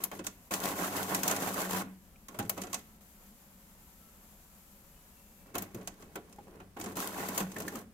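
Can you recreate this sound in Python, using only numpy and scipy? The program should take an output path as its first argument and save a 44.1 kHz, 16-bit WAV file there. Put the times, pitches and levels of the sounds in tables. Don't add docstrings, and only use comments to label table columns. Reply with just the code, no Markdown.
import sys
import numpy as np
from scipy import signal
from scipy.fft import rfft, irfft, next_fast_len
from scipy.io import wavfile
from scipy.ndimage import map_coordinates

SR = 44100
rng = np.random.default_rng(int(sys.argv[2]) if len(sys.argv) > 2 else 0)


def to_wav(sig):
    pcm = np.clip(np.atleast_2d(sig), -1, 1) * 32767
    pcm = np.round(pcm).astype(np.int16)
    wavfile.write(sys.argv[1], SR, pcm.T)


N = 350065
TIME = np.arange(N) / SR
SIZE = next_fast_len(N + SR // 2, True)
HZ = np.fft.rfftfreq(SIZE, 1 / SR)

# (start [s], length [s], relative grind level [dB], relative rasp level [dB])
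NUDGES = [(0, 0.055, -51, -50.5), (0.125, 0.051, -50.5, -52), (0.238, 0.033, -55.5, -50),
          (2.304, 0.36, -56.5, -63.5), (2.565, 0.08, -51.5, -57.5), (2.693, 0.1, -59.5, -56),
          (5.455, 0.071, -60, -68), (5.6, 0.41, -63.5, -67.5), (5.539, 0.1, -51, -54.5),
          (5.768, 0.03, -53, -69), (5.994, 0.15, -64, -64.5), (6.18, 0.3, -64, -69.5),
          (6.466, 0.18, -60.5, -76), (6.534, .025, -58, -76), (6.761, 0.16, -49.5, -64),
          (6.787, 0.14, -58.5, -56), (7.419, 0.397, -55, -56), (7.556, 0.11, -48, -63),
          (7.717, 0.062, -53, -59)]
# (start [s], length [s], relative grind level [dB], relative rasp level [dB],
# roller rate [turns/s], first tight spot [s], throb depth [+-dB])
RUNS = [(0.507, 1.3125, -37, -41.5, 6.405, 0.6703, 4), (6.954, 0.461, -41, -44.5, 5.26, 7.025, 4)]
# (frequency [Hz], relative level [dB])
GRIND = [(40, -37), (90, -10), (140, -6), (230, -3), (320, -0.5), (700, -3), (900, -3.5), (1300, -8.5),
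         (2000, -11), (3000, -16), (4500, -31), (8000, -70)]
RASP = [(1200, -30.5), (2800, 1), (4000, 1.5), (5200, 0), (6600, 4), (8200, 1), (9700, 0), (11500, 4.5),
        (13500, 3.5), (15600, -0.5), (17000, -33)]
CHATTER = [(400, -9), (750, 3.5), (1400, 1), (2200, 0.5), (3200, -14.5), (5000, -33.5)]
DRONE = [(60, -47.5), (150, -21.5), (190, 0.5), (240, -8), (285, 1.5), (340, -13), (600, -36), (1500, -70)]


def gears(body):
    nudging = sum(drive(*row) for row in NUDGES)
    running = sum(run(*row) for row in RUNS)
    uneven_db = 0.6 * wobble(70)
    grind, rasp, loose = (nudging + running) * amp(uneven_db)

    shake = teeth(mesh_hz=346.6, jitter=0.3, spread_db=3, life=0.0023, rub=0.13)
    scrape = teeth(mesh_hz=343.6, jitter=0.12, spread_db=13, life=0.01, rub=0.31)
    chatter = pings(low_hz=461, high_hz=3260, spread_db=1.5, t60=0.027, count=4000)
    rumble = nudging[0] * white()
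    hum = drone() * white()

    grinding = grind * (amp(-5.5) * shake + amp(-7) * rattle(jitter=0.592))
    parts = [
        (grinding, GRIND),
        (amp(-1.5) * rasp * scrape, RASP),
        (amp(-12) * loose * chatter, CHATTER),
        (amp(-1) * rumble, THUD),
        (amp(-9) * rasp * ticks(life=0.0016), RASP),
        (amp(-10.5) * hum, DRONE),
    ]
    return sum(radiate(force, along(colour) + body) for force, colour in parts)


GRIND_FALL_DB_PER_S, RASP_FALL_DB_PER_S = 279, 625


def drive(start, length, grind_db, rasp_db):
    grind = amp(grind_db) * move(start, length, GRIND_FALL_DB_PER_S)
    rasp = amp(rasp_db) * move(start, length, RASP_FALL_DB_PER_S)
    return np.array([grind, rasp, rasp])


SLACK_DB, SLACK_S = 6, 0.071
RASP_THROB, CHATTER_THROB = 1.0, 1.22


def run(start, length, grind_db, rasp_db, turn_hz, tight_at, throb_db):
    taut = amp(-SLACK_DB * np.exp(-np.maximum(TIME - start, 0) / SLACK_S))
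    throb = roller(turn_hz, tight_at, throb_db)
    depths = np.array([taut * throb, throb ** RASP_THROB, throb ** CHATTER_THROB])
    return drive(start, length, grind_db, rasp_db) * depths


def roller(turn_hz, tight_at, depth_db):
    load = np.abs(np.cos(np.pi * turn_hz * (TIME - tight_at)))
    return amp(depth_db * (2 * load - 1))


def teeth(mesh_hz, jitter, spread_db, life, rub):
    draws = rng.uniform(-1, 1, (4000, 2))
    times = (np.arange(len(draws)) + jitter * draws[:, 0]) / mesh_hz
    inside = (times > 0) & (times < (N - 1) / SR)
    energies = amp(spread_db * draws[inside, 1]) ** 2
    blows = np.bincount((times[inside] * SR).astype(int), energies, N)
    power = decay(blows, life)
    return np.sqrt(rub + (1 - rub) * power / power.mean()) * white()


RATTLES_PER_S, RATTLE_SPREAD_DB = 105, 7


def rattle(jitter):
    draws = rng.uniform(-1.019, 1, (2000, 3))
    times = (np.arange(len(draws)) + jitter * draws[:, 0]) / RATTLES_PER_S
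    inside = (times > 0) & (times < (N - 1) / SR)
    index = (times[inside] * SR).astype(int)
    sizes = amp(RATTLE_SPREAD_DB * draws[inside, 1])
    signs = np.sign(draws[inside, 2])
    blows = np.array([np.bincount(index, sizes * way, N) for way in (1, signs)])
    return blows / blows.std()


def pings(low_hz, high_hz, spread_db, t60, count):
    when, pitch, size, *phases = rng.random((count, 5)).T[:, :, None]
    t = np.arange(SR // 80) / SR
    envelope = amp(spread_db * size) * amp(-60 * t / t60)
    turns = (low_hz + (high_hz - low_hz) * pitch) * t
    index = ((when * N).astype(int) + np.arange(len(t))).ravel()
    out = []
    for phase in phases:
        notes = envelope * np.sin(2 * np.pi * (turns + phase))
        out.append(np.bincount(index, notes.ravel(), N)[:N])
    out = np.array(out)
    return out / out.std()


TICKS_PER_S, TICK_SPREAD_DB = 61, 23


def ticks(life):
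    sizes = amp(TICK_SPREAD_DB * (2 * rng.random(N) - 1))
    struck = rng.random(N) < TICKS_PER_S / SR
    power = decay((sizes * struck) ** 2, life)
    return np.sqrt(power / power.mean()) * white()


DRONE_DELAY_S, DRONE_FALL_DB_PER_S = 0.122, 150


def drone():
    gain = 0
    for start, length, grind_db, *_ in RUNS:
        loaded = move(start + DRONE_DELAY_S, length - DRONE_DELAY_S, DRONE_FALL_DB_PER_S)
        gain = gain + amp(grind_db) * loaded
    return gain


# (time [s], relative snap level [dB], treble edge over the snap [dB],
# relative knock level [dB], pitch of the struck part [Hz], relative housing thud level [dB])
CLACKS = [(0.0373, -30.5, 6, -42.5, 690, -54), (0.114, -45.5, -3, -38.5, 560, -48),
          (.191, -41.5, -18, -41, 520, -42), (0.2663, -27.5, -11.5, -42, 1400, -49.5),
          (0.51, -43, -18, -43, 605, -52), (.5371, -25, -7, -39, 715, -57),
          (1.1463, -23.5, -7, -36.5, 1050, -46), (1.2318, -26, -4.5, -36, 1450, -57),
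          (1.2775, -23.5, -3, -46, 710, -50), (1.296, -30, -9, -45, 760, -50),
          (1.3105, -26, -6, -30.5, 1421, -62), (1.3625, -30, -11, -35.5, 780, -58),
          (2.2833, -42, -8.5, -47.5, 1060, -51), (2.3438, -52, -6, -46, 629, -50),
          (2.388, -36, 1.5, -35.5, 720, -36.5), (2.397, -38, -11, -36, 820, -36),
          (2.425, -47, -14, -49, 441, -44), (2.4495, -52, -9, -55, 700, -60),
          (2.4943, -29, 4, -37.5, 686, -50), (2.577, -41.5, -6, -38.5, 554, -44),
          (2.616, -34, -8, -51, 450, -44), (2.6347, -41, -18, -43.5, 732, -47),
          (2.668, -46, -21, -47, 1410, -49), (2.7292, -31, -9, -40.5, 1076, -64),
          (2.742, -26, -12.5, -42, 800, -50), (5.5439, -52, -5, -42, 1080, -37.5),
          (5.5523, -34, -3, -33, 750, -42), (5.5809, -32.5, -1, -44, 748, -50),
          (5.6207, -41.5, 4, -46, 726, -51), (5.745, -44.5, -1.5, -49.5, 700, -35.5),
          (5.812, -56, -14, -51.5, 624, -52), (5.8735, -32.5, -10, -45, 830, -54),
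          (6.023, -51, -25, -53, 600, -49.5), (6.1552, -41.5, -1.5, -37, 727, -40.5),
          (6.3252, -49, -14, -67, 721, -63), (6.384, -68, -11, -58, 800, -46.5),
          (6.6004, -59, -8, -48, 735, -48.5), (6.767, -56, -15, -44, 800, -49),
          (6.7977, -44, -1, -57, 769, -42), (6.8114, -36.5, -21, -48, 786, -64),
          (6.8397, -39, -8, -44, 770, -64), (6.8593, -39.5, -19, -42.5, 776, -42),
          (6.9674, -38.5, -1, -40, 450, -35.5), (7.2855, -34.5, -3, -41, 830, -36.5),
          (7.3766, -25.5, -2, -35.5, 1092, -45), (7.4026, -34, -11, -34.5, 542, -39),
          (7.5164, -42.5, -8, -61, 700, -47), (7.5639, -44.5, -8, -41, 442, -44),
          (7.583, -42, -1, -56, 500, -56), (7.601, -38, -2, -41.5, 667, -59),
          (7.6194, -41.5, -6, -56, 696, -60), (7.6795, -36, -4, -50, 1695, -46),
          (7.7537, -40, -4.5, -43.5, 620, -43.5)]
# (frequency [Hz], relative level [dB])
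SNAP = [(900, -17.5), (2500, -1), (4000, -2), (5300, 0.5), (6700, 6.5), (8200, 0), (10000, -1),
        (13000, -31), (17000, -44)]
EDGE = [(6000, -27.5), (9500, -12), (11300, -3), (13500, -2.5), (15700, -8), (17000, -8.5)]
KNOCK = [(200, -32), (480, -0.5), (750, -0.5), (1400, -4.5), (2600, -6), (4000, -12), (8000, -46)]
THUD = [(35, -41), (85, -11.5), (150, -8.5), (230, -7), (380, -4.5), (550, -12.5), (1200, -43)]


def clacks(body):
    snap, edge, knock, thud = np.zeros((4, 2, N + SR))
    for s, snap_db, edge_db, knock_db, knock_hz, thud_db in CLACKS:
        first = round(s * SR)
        span = np.s_[:, first:first + SR // 2]
        snap[span] += amp(snap_db) * burst(rise=0.0014, t60=0.038, tail_db=-21, tail_t60=0.095)
        edge[span] += amp(snap_db + edge_db) * burst(rise=0.0018, t60=0.027, tail_db=-29, tail_t60=0.12)
        blow = burst(rise=0.0018, t60=0.084, tail_db=-16, tail_t60=0.16)
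        knock[span] += amp(knock_db) * ring(blow, knock_hz, width_hz=54, lift_db=5.5, overtone_db=-1.5)
        thud[span] += amp(thud_db) * burst(rise=0.0013, t60=0.28, tail_db=-7, tail_t60=0.6)
    parts = [
        (amp(-3.5) * snap, SNAP),
        (amp(1.5) * edge, EDGE),
        (amp(-2.5) * knock, KNOCK),
        (amp(-8.5) * thud, THUD),
    ]
    return sum(radiate(force[:, :N], along(colour) + body) for force, colour in parts)


def burst(rise, t60, tail_db, tail_t60):
    t = np.arange(SR // 2) / SR
    decays = amp(-60 * t / t60) + amp(tail_db - 60 * t / tail_t60)
    shape = (1 - np.exp(-t / rise)) * decays
    return shape / shape.max() * rng.standard_normal((2, len(t)))


KNOCK_OVERTONE = 1.87


def ring(x, hz, width_hz, lift_db, overtone_db):
    def band(centre):
        return signal.lfilter(*signal.iirpeak(centre, centre / width_hz, SR), x)

    return x + amp(lift_db) * band(hz) + amp(overtone_db) * band(hz * KNOCK_OVERTONE)


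# (time [s], frequency [Hz], level [dB])
LEVERS = [(2.159, 2440, -50.5), (2.574, 1280, -37.5), (6.155, 1440, -37.5), (6.384, 808, -39.5),
          (7.563, 1790, -30.5), (7.68, 1760, -27.5), (7.754, 1230, -38.5)]
LEVER_CYCLES = 56


def levers():
    return place([(s, mode(hz, db, LEVER_CYCLES / hz)) for s, hz, db in LEVERS])


# (time [s], frequency [Hz], level [dB], t60 [s])
BUMPS = [(0.194, 326, -33, 0.084), (.511, 343, -28, 0.071), (2.386, 108, -28.5, .16),
         (1.826, 255, -32, 0.1), (2.42, 181, -31, 0.13), (5.547, 108.5, -38, 0.14), (5.745, 122, -35, 0.18),
         (5.748, 342, -46, 0.088), (6.164, 373, -35, 0.083), (7.404, 183, -28.5, 0.29),
         (7.745, 225, -38, 0.37)]


def bumps():
    return place([(s, mode(hz, db, t60)) for s, hz, db, t60 in BUMPS])


# (frequency [Hz], level over the tabled thud [dB], t60 [s])
PANELS = [(191.6, -3.5, 0.21), (231.5, -0.5, 0.16), (276, 1, 0.058), (341.5, 1.5, .11)]


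def panels():
    notes = []
    for s, *_, thud_db in CLACKS:
        for hz, db, t60 in PANELS:
            notes.append((s, mode(hz, thud_db + db + rng.normal(0, 2), t60)))
    return place(notes)


def mode(hz, db, t60):
    t = np.arange(SR // 2) / SR
    drift = 0.51 * np.cumsum(rng.standard_normal(len(t))) / np.sqrt(t60 * SR)
    onset = 1 - np.exp(-t * hz / 2)
    return amp(db - 60 * t / t60) * onset * np.sin(2 * np.pi * (hz * t + drift))


def place(notes):
    out = np.zeros(N + SR)
    for s, note in notes:
        out[round(s * SR):][:len(note)] += note
    return out[:N]


# (start [s], length [s], relative level [dB])
SLIDES = [(.28, .2, -61.5), (1.85, .5, -65.5), (2.4, .56, -62.5), (3.005, 2.42, -60.5)]
SLIDE_FALL_DB_PER_S = 218


def sliding():
    return sum(amp(db) * move(start, length, SLIDE_FALL_DB_PER_S) for start, length, db in SLIDES)


# (frequency [Hz], relative level [dB])
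RAIL = [(150, -20), (500, -4.5), (1200, -3), (2500, -3.5), (4000, -5), (5600, -4), (7300, 1.5), (9500, -4),
        (12200, 6), (14000, 1), (15700, -3), (17000, -20)]


def rail_hiss():
    uneven_db = 0.7 * wobble(21)
    friction = sliding() * amp(uneven_db) * white()
    return amp(-1.3) * radiate(friction, along(RAIL))


# (frequency [Hz], relative level [dB])
RUBBING = [(150, -20), (400, -2.5), (900, -0.5), (1400, -4), (2200, -10), (4000, -25)]
RUBBING_DB, RUBBING_SWING_DB = -13.5, 3.5


def bearing_rubbing():
    catching_db = RUBBING_SWING_DB * (wobble(8.6) + wobble(25.95)) / np.sqrt(2)
    rubbing = sliding() * amp(RUBBING_DB + catching_db) * white()
    return radiate(rubbing, along(RUBBING))


# (frequency [Hz], mean level during the last slide [dB])
WHIRR = [(205, -76.5), (556, -78), (722, -82.5), (975, -80), (1325, -81.5)]
WHIRR_SWING_DB = 4


def whirr():
    travel = sliding() / amp(SLIDES[-1][2])
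    lines = 0
    for hz, db in WHIRR:
        level = amp(db + WHIRR_SWING_DB * wobble(3.96))
        lines = lines + level * fuzzy(hz * TIME, blur=30)
    return travel * lines


# (time [s], frequency before the ratio [Hz], level before the partial's gain [dB])
WHINE = [(4.86, 2990, -88), (4.97, 2960, -76), (5.09, 2990, -87), (5.16, 2700, -77), (5.36, 2710, -82),
         (5.44, 2640, -72), (5.55, 2680, -77)]
# (frequency ratio, gain [dB])
WHINE_PARTIALS = [(.866, -2), (1, 2)]


def whine():
    s, hz, db = np.transpose(WHINE)
    level = amp(np.interp(TIME, s, db, left=-120, right=-120))
    turns = np.cumsum(np.interp(TIME, s, hz)) / SR
    return level * sum(amp(part_db) * fuzzy(ratio * turns, blur=110) for ratio, part_db in WHINE_PARTIALS)


def fuzzy(turns, blur):
    envelope = wobble(blur) + 1j * wobble(blur)
    return np.real(envelope * np.exp(2j * np.pi * turns)) / np.sqrt(2)


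# (frequency [Hz], t60 [s])
WALLS = [(150, 0.78), (700, 0.094), (2000, 0.48), (5000, 0.27), (13000, 0.18)]


def echo(x):
    hz, t, z = signal.stft(rng.standard_normal((2, SR // 2)), SR, nperseg=256)
    alike = np.clip(along(ALIKE, hz), -1, 1)[:, None]
    mid, side = z[0] * np.sqrt(1 + alike), z[1] * np.sqrt(1 - alike)
    fade = amp(-60 * t / along(WALLS, hz)[:, None])
    tail = signal.istft(np.array([mid + side, mid - side]) * fade, SR, nperseg=256)[1]
    return signal.fftconvolve(x, tail / np.linalg.norm(tail[0]), axes=1)[:, :N]


# (frequency [Hz], relative level [dB])
ROOM = [(20, -11), (31, 5.5), (42, -1), (75, 0.5), (105, -11.5), (130, -8), (165, -3.5), (205, 0.5),
        (270, -11.5), (400, -15), (1000, -18.5), (4000, -29), (12500, -27), (16000, -30)]


def room_tone():
    waver_db = 0.5 * wobble(21)
    return amp(-60 + waver_db) * radiate(white(), along(ROOM))


START_S = 0.0053


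def move(start, length, fall_db_per_s):
    attack = np.clip((TIME - start) / START_S, 0, 1)
    return attack * amp(-fall_db_per_s * np.maximum(TIME - start - length, 0))


# (frequency [Hz], width [Hz], lift [dB])
HOUSING = [(99.7, 8.7, 14), (188.3, 24.4, 13.5), (242, 9.5, -6), (271.7, 79, 9), (366, 23, 2),
           (438, 96, 5.5), (557, 25, 6), (623, 57, 4.5), (719, 72, 6), (811, 41, 7), (981, 28, 7),
           (1082, 120, 7), (1130, 40, 2.5), (1303, 18, 3), (1438, 210, 6), (1607, 35, 5), (1798, 75, 4),
           (1980, 79, 5.5), (2224, 63, 2.5), (2576, 65, 6)]
CHASSIS = [(6360, 130, 3.5), (7242, 40, 3), (7510, 55, 6), (7922, 60, 3.5), (8260, 250, 3), (8735, 50, 2.5),
           (11130, 100, 2.5)]


def housing():
    named = sum(db / (1 + (2 * (HZ - hz) / width) ** 2) for hz, width, db in HOUSING + CHASSIS)
    small = map_coordinates(rng.standard_normal(2000), [HZ / 65], mode="wrap")
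    ripple_db = along([(1500, 0.076), (4000, 0.84)])
    return named + ripple_db * small


# (frequency [Hz], correlation)
ALIKE = [(60, 0.84), (130, 1), (290, 0.93), (640, 0.76), (1410, 0), (3100, 0)]
# (frequency [Hz], left over right [dB])
PORTS = [(100, 1.5), (400, 0.5), (1200, -2), (2600, -3), (4100, 4), (5300, 0), (6600, -9.5), (7800, -3.5),
         (9200, 1.5), (10800, 11), (12500, 14.5), (15500, 21.5)]


def radiate(force, colour_db):
    gain = amp(colour_db)
    level_gain = gain / np.sqrt(np.mean(gain ** 2))
    cepstrum = irfft(np.log(level_gain + 1e-6), SIZE)
    response = np.exp(rfft(2 * cepstrum[:SIZE // 2], SIZE) - cepstrum[0])
    a, b = rfft(force, SIZE) * response
    turn = np.arccos(np.clip(along(ALIKE), -1, 1)) / 2
    mid, side = a * np.cos(turn), b * np.sin(turn)
    lean = amp(along(PORTS))
    ports = np.array([(mid + side) * lean, mid - side]) * np.sqrt(2 / (1 + lean ** 2))
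    return irfft(ports, SIZE)[:, :N]


def amp(db):
    return 10 ** (np.asarray(db) / 20)


def along(points, hz=HZ):
    f, v = np.transpose(points)
    return np.interp(np.log(hz + 1), np.log(f + 1), v)


def white():
    return rng.standard_normal((2, N))


def wobble(rate):
    return map_coordinates(rng.standard_normal(int(N * rate / SR) + 4), [TIME * rate])


def decay(blows, life):
    return signal.lfilter([1], [1, -np.exp(-1 / (life * SR))], blows)


def scene():
    body = housing()
    printer = gears(body) + clacks(body) + levers() + bumps() + panels()
    printer = printer + rail_hiss() + bearing_rubbing() + whirr() + whine()
    return printer + amp(-14.5) * echo(printer) + room_tone()


TOP_HZ = 15900


def record(dry):
    return irfft(rfft(dry, SIZE) / (1 + (HZ / TOP_HZ) ** 120), SIZE)[:, :N]


dry = scene()
out = record(dry)
to_wav(out)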